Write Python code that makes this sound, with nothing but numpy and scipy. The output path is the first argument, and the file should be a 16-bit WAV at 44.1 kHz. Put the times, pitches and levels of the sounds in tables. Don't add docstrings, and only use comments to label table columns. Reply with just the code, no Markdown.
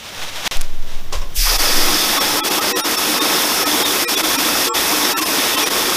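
import sys
import numpy as np
from scipy import signal
from scipy.fft import rfft, irfft, next_fast_len
from scipy.io import wavfile
from scipy.ndimage import uniform_filter1d

SR = 44100
rng = np.random.default_rng(int(sys.argv[2]) if len(sys.argv) > 2 else 0)


def wav_out(sig):
    wavfile.write(sys.argv[1], SR, np.round(np.clip(np.atleast_2d(sig).T, -1, 1) * 32767).astype(np.int16))


N = 262836
T = np.arange(N) / SR


def undb(db):
    return 10 ** (np.asarray(db) / 20)


def level(x, db):
    return x * undb(db) / np.sqrt(np.mean(x ** 2))


def colour(x, points):
    hz, db = np.transpose(points)
    size = next_fast_len(N)
    log_hz = np.log(np.arange(size // 2 + 1) * SR / size + 1)
    outside = np.maximum(np.log(hz[0]) - log_hz, 0) + np.maximum(log_hz - np.log(hz[-1]), 0)
    gain = undb(np.interp(log_hz, np.log(hz), db) - 52 * outside)
    return level(irfft(rfft(x, size) * gain, size)[:N], 0)


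def resonance(x, hz, width_hz):
    return signal.lfilter(*signal.iirpeak(hz, hz / width_hz, fs=SR), x)


def split(x, hz):
    return (signal.sosfilt(signal.butter(4, hz, kind, fs=SR, output="sos"), x) for kind in ("low", "high"))


def walk(rate_hz):
    hold = max(int(SR / rate_hz), 2)
    steps = np.resize(np.repeat(rng.standard_normal(4000), hold), N)
    return 1.4 * uniform_filter1d(uniform_filter1d(steps, hold), hold)


def patter(share, spread_db):
    hit = rng.random(N) < share
    size = undb(np.minimum(spread_db * rng.exponential(size=N), 24))
    noise = rng.standard_normal((2, N))
    return noise[0] + hit * size * noise[1]


def ring(start_s, hz, db, t60_s):
    t = np.maximum(T - start_s, 0)
    return undb(db - 60 * t / t60_s) * np.sin(2 * np.pi * hz * t)


def hump(x):
    return np.cos(np.pi * np.clip(x, -.5, .5))


def swell(peak_s, db, rise_s, fall_s):
    return undb(db - 10 * np.maximum((peak_s - T) / rise_s, (T - peak_s) / fall_s))


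# (frequency [Hz], relative density [dB])
ROOM_COLOUR = [(25, -5), (50, -9), (70, -11.5), (88, -1), (110, -11), (200, -12.5), (600, -17), (2000, -30),
               (6000, -52), (15000, -30)]
ROOM_DB = -40.5


def room_noise():
    noise = colour(rng.standard_normal(N), ROOM_COLOUR)
    return level(noise * undb(1.8 * walk(2.4)), ROOM_DB)


# (frequency [Hz], relative density [dB])
CLOTH_COLOUR = [(71, -38), (120, -6), (387, -8), (592, 0), (1590, -1.5), (3720, 0), (4290, -6),
                (5570, -5.5), (7700, -15.5), (15000, -19)]
# (loudest [s], level [dB], 10 dB swell [s], 10 dB fade [s])
CLOTH_RUBS = [(.09, -33.5, .25, .2), (.235, -26.5, .09, .13), (.375, -26.5, .06, .08),
              (.484, -15, .035, .068), (.94, -37, .1, .08), (1.13, -27, .006, .07)]
STIR_DB, RUB_TREBLE_DB = -42.5, -10.5


def rustle():
    low, high = split(colour(patter(.04, 2.5), CLOTH_COLOUR), 7100)
    cloth = level(low, 0) + level(high, RUB_TREBLE_DB)
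    rubbing = np.sqrt(undb(STIR_DB) ** 2 + sum(swell(*rub) ** 2 for rub in CLOTH_RUBS))
    return cloth * rubbing * undb(1.1 * walk(59.9))


# (start [s], frequency [Hz], level [dB], t60 [s])
MOUNT_JOLTS = [(.17, 3.7, -21, 3.4), (1.151, 25.8, -10.5, 0.45), (1.15, 68, -22, 0.48),
               (1.375, 33, -9.5, 0.91), (1.5, 31.4, -18, .7), (1.5, 15, -17, 0.97), (1.8, 32, -34, 0.54)]
# (widest swing [s], level [dB])
SWAY_NUDGES = [(.59, -1.5), (.72, -12), (.8, -6.5), (.96, -8), (1.09, -15), (1.19, -11), (1.3, -17),
               (1.45, -16), (1.6, -14), (1.77, -5), (1.86, -13), (2.1, -29), (2.3, -31)]
SWAY_FROM_S, SWAY_HZ, SWAY_REST_DB = .558, 10.68, -50
NUDGE_SWELL_S, NUDGE_FADE_S = .05, .075


def mount():
    nudges = sum(swell(s, db, NUDGE_SWELL_S, NUDGE_FADE_S) for s, db in SWAY_NUDGES)
    swing = undb(SWAY_REST_DB) + nudges
    sway = -np.sin(2 * np.pi * SWAY_HZ * np.maximum(T - SWAY_FROM_S, 0)) * swing
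    jolts = sum(ring(*jolt) for jolt in MOUNT_JOLTS)
    return sway + signal.sosfilt(signal.butter(2, 90, fs=SR, output="sos"), jolts)


# (time [s], level [dB])
SHARP_CLICKS = [(.5665, -16), (.5703, 2), (0.6116, 6), (.616, 9.5), (1.628, -5)]


def clicks():
    return sum(ring(s, 9000, db, 0.00027) for s, db in SHARP_CLICKS)


# (time [s], ring level [dB], rattle level [dB])
GUN_KNOCKS = [(1.125, -23, -21.5), (1.216, -28, -45)]
# (frequency [Hz], level against the knock's ring [dB], t60 [s])
GUN_MODES = [(565, -6, 0.18), (1030, -7, 0.29), (1094, -5.5, 0.27), (2860, -12, 0.12), (3830, -11, .1),
             (5230, -11, 0.14), (5566, -10, .1)]
RATTLE_T60_S = 0.24


def knocks():
    out = np.zeros(N)
    rattle_colour = [(400, 7.5), (1100, 3.5), (3000, -10), (5500, 2), (9000, -9.5), (15000, -23)]
    rattle = colour(patter(0.043, 7.7), rattle_colour)
    for s, ring_db, rattle_db in GUN_KNOCKS:
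        out += sum(ring(s, hz, ring_db + db, t60) for hz, db, t60 in GUN_MODES)
        out += (T > s) * rattle * undb(rattle_db - 60 * np.maximum(T - s, 0) / RATTLE_T60_S)
    return out


SWELL_FROM_DB = -35


def opening(start_s, full_s, steady_db, surge_db=0., settle_s=1.):
    surge = surge_db * np.exp(-(np.maximum(T - full_s, 0) / settle_s) ** 2)
    rise = np.interp(T, [start_s, full_s], [SWELL_FROM_DB, 0])
    return (T > start_s) * undb(steady_db + rise + surge)


# (frequency [Hz], relative density [dB])
JET_COLOUR = [(1180, -14), (2000, -9.5), (2600, -8), (3060, -9.5), (3470, -7), (4330, -15.5), (5540, -7),
              (6300, -7.5), (7260, -12), (12200, -9.2), (15200, -13)]
JET_START_S, JET_FULL_S, JET_DB = 1.333, 1.364, -19.4
SURGE_DB, SURGE_S = 1.2, .15


def jet():
    flutter = undb(0.42 * walk(30) + .4 * walk(2))
    gain = opening(JET_START_S, JET_FULL_S, JET_DB, SURGE_DB, SURGE_S)
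    return colour(patter(.03, 3.53), JET_COLOUR) * gain * flutter


NOZZLE_HZ, NOZZLE_WIDTH_HZ = 5000, 1370
WHISTLE_START_S, WHISTLE_FULL_S, WHISTLE_DB = 1.345, 1.4, -27
WHISTLE_SURGE_DB, WHISTLE_SETTLES_S = 8, .7


def whistle():
    once = resonance(patter(0.014, 3.4), NOZZLE_HZ, NOZZLE_WIDTH_HZ)
    tone = level(resonance(once, NOZZLE_HZ, NOZZLE_WIDTH_HZ), 0)
    gain = opening(WHISTLE_START_S, WHISTLE_FULL_S, WHISTLE_DB, WHISTLE_SURGE_DB, WHISTLE_SETTLES_S)
    return tone * undb(1.4 * walk(40)) * gain


def bubbles(count=5000):
    at, pitch, size = rng.random((count, 3)).T
    hz = 260 * undb(24 * pitch)[:, None]
    offsets = np.arange(900)
    cycles = offsets / SR * hz
    fade = np.exp(-cycles / 6.1)
    tones = np.sin(2 * np.pi * cycles * (1 + 0.01 * cycles)) * fade * undb(10 * size)[:, None]
    out = np.zeros(N + 900)
    np.add.at(out, (at * N).astype(int)[:, None] + offsets, tones)
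    return out[:N]


# (frequency [Hz], relative density [dB])
SPLASH_COLOUR = [(100, -47), (150, -6.5), (220, 0.5), (400, -5), (650, -2), (1000, 0), (1500, -2),
                 (2200, -3.5), (3200, -8.5), (5000, -6)]
# (frequency [Hz], width [Hz], level against the splash [dB])
TUB_MODES = [(302.4, 20.6, -17), (363, 11.5, -21), (469, 22, -26), (872, 56, -21), (1092, 15, -17),
             (1287, 17, -18), (1855, 53, -23), (2580, 50, -18.5), (3470, 353, -8), (5367, 133, -11)]
SPLASH_START_S, SPLASH_FULL_S, SPLASH_DB = 1.39, 1.47, -21.5
CHURN_FROM_S, CHURN_RISE_S, CHURN_BELOW_HZ = 1.48, 0.3, 412


def splash():
    bubbling = colour(bubbles(), [(200, -4.5), (5000, 9.5)]) * undb(-10.5)
    drops = level(patter(.01, 3.6), 0) + bubbling
    tub = sum(level(resonance(drops, hz, width), db) * undb(2.8 * walk(9)) for hz, width, db in TUB_MODES)
    surface = colour(drops, SPLASH_COLOUR) * undb(0.73 * walk(22))
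    churn, slap = split(surface + tub, CHURN_BELOW_HZ)
    water = slap + churn * np.clip((T - CHURN_FROM_S) / CHURN_RISE_S, 0, 1)
    return water * opening(SPLASH_START_S, SPLASH_FULL_S, SPLASH_DB)


FILL_FROM_HZ, FILL_S_PER_OCTAVE, FILL_FADE_S = 5000, .047, .07


def fill(x):
    def fade(octave):
        return np.clip((T - JET_START_S - octave * FILL_S_PER_OCTAVE) / FILL_FADE_S + 1, 0, 1)

    out, below = 0, x
    for octave in range(4):
        low_pass = signal.butter(2, FILL_FROM_HZ / 2 ** octave, fs=SR, output="sos")
        lower = signal.sosfiltfilt(low_pass, below)
        out = out + (below - lower) * fade(octave)
        below = lower
    return out + below * fade(4)


def spray():
    return fill(jet() + splash()) + whistle()


# (centre [s], length [s])
LEVEL_DIPS = [(1.579, .036), (2.197, .036), (2.422, .058), (2.497, .032), (2.603, .036), (2.742, .058),
              (2.827, .056), (2.966, .032), (3.2, .038), (3.649, .038), (3.841, .034), (4.064, .058),
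              (4.16, .038), (4.226, .034), (4.373, .036), (4.715, .078), (5.152, .058), (5.206, .032),
              (5.248, .036), (5.564, .034), (5.652, .036), (5.696, .032)]
# (frequency [Hz], scatter [Hz], level before scaling [dB])
HIGH_TONES = [(11500, 6000, -34)]
DIP_FADE_S, DIP_BOTTOM_DB = .019, -39
DIP_TONE_DB, DIP_TONE_SPREAD_DB, DIP_TONE_SHIFT_S = -11.5, 42, .009


def dips():
    gain, tones = np.ones(N), np.zeros(N)
    centres = TUB_MODES + HIGH_TONES
    hz, scatter, db = np.transpose(centres + centres)[:, :, None]
    late = np.repeat([-1, 1], len(centres))[:, None]
    chances = rng.random((len(LEVEL_DIPS), 3, len(hz), 1))
    for (s, length), (detune, softness, phase) in zip(LEVEL_DIPS, chances):
        near = slice(int((s - .1) * SR), int((s + .1) * SR))
        t = T[near] - s
        hollow = np.clip(1 + (np.abs(t) - length / 2) / DIP_FADE_S, undb(DIP_BOTTOM_DB), 1)
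        gain[near] *= hollow
        pitch = hz + (1.12 * scatter + 0.11 * hz) * (detune - .5)
        size = undb(0.35 * db - DIP_TONE_SPREAD_DB * softness)
        shape = hump((t - DIP_TONE_SHIFT_S * late) / length)
        chord = np.sum(size * shape * np.sin(2 * np.pi * (pitch * t + phase)), axis=0)
        tones[near] += chord * (1 - hollow.min())
    return gain, tones * undb(DIP_TONE_DB)


def scene():
    dip, tones = dips()
    dipping = (room_noise() + rustle() + spray()) * dip
    mono = dipping + mount() + clicks() + knocks() + tones
    return np.array([mono, mono])


CUT_FROM_S, CUT_TO_S, CUT_DB = .4778, .5113, -38
TOP_HZ = 15250


def record(dry):
    cut = (T > CUT_FROM_S) & (T < CUT_TO_S)
    heard = np.tanh(0.89 * dry * np.where(cut, undb(CUT_DB), 1)) / 0.92
    return signal.sosfilt(signal.ellip(12, .2, 80, TOP_HZ, fs=SR, output="sos"), heard)


dry = scene()
out = record(dry)
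wav_out(out)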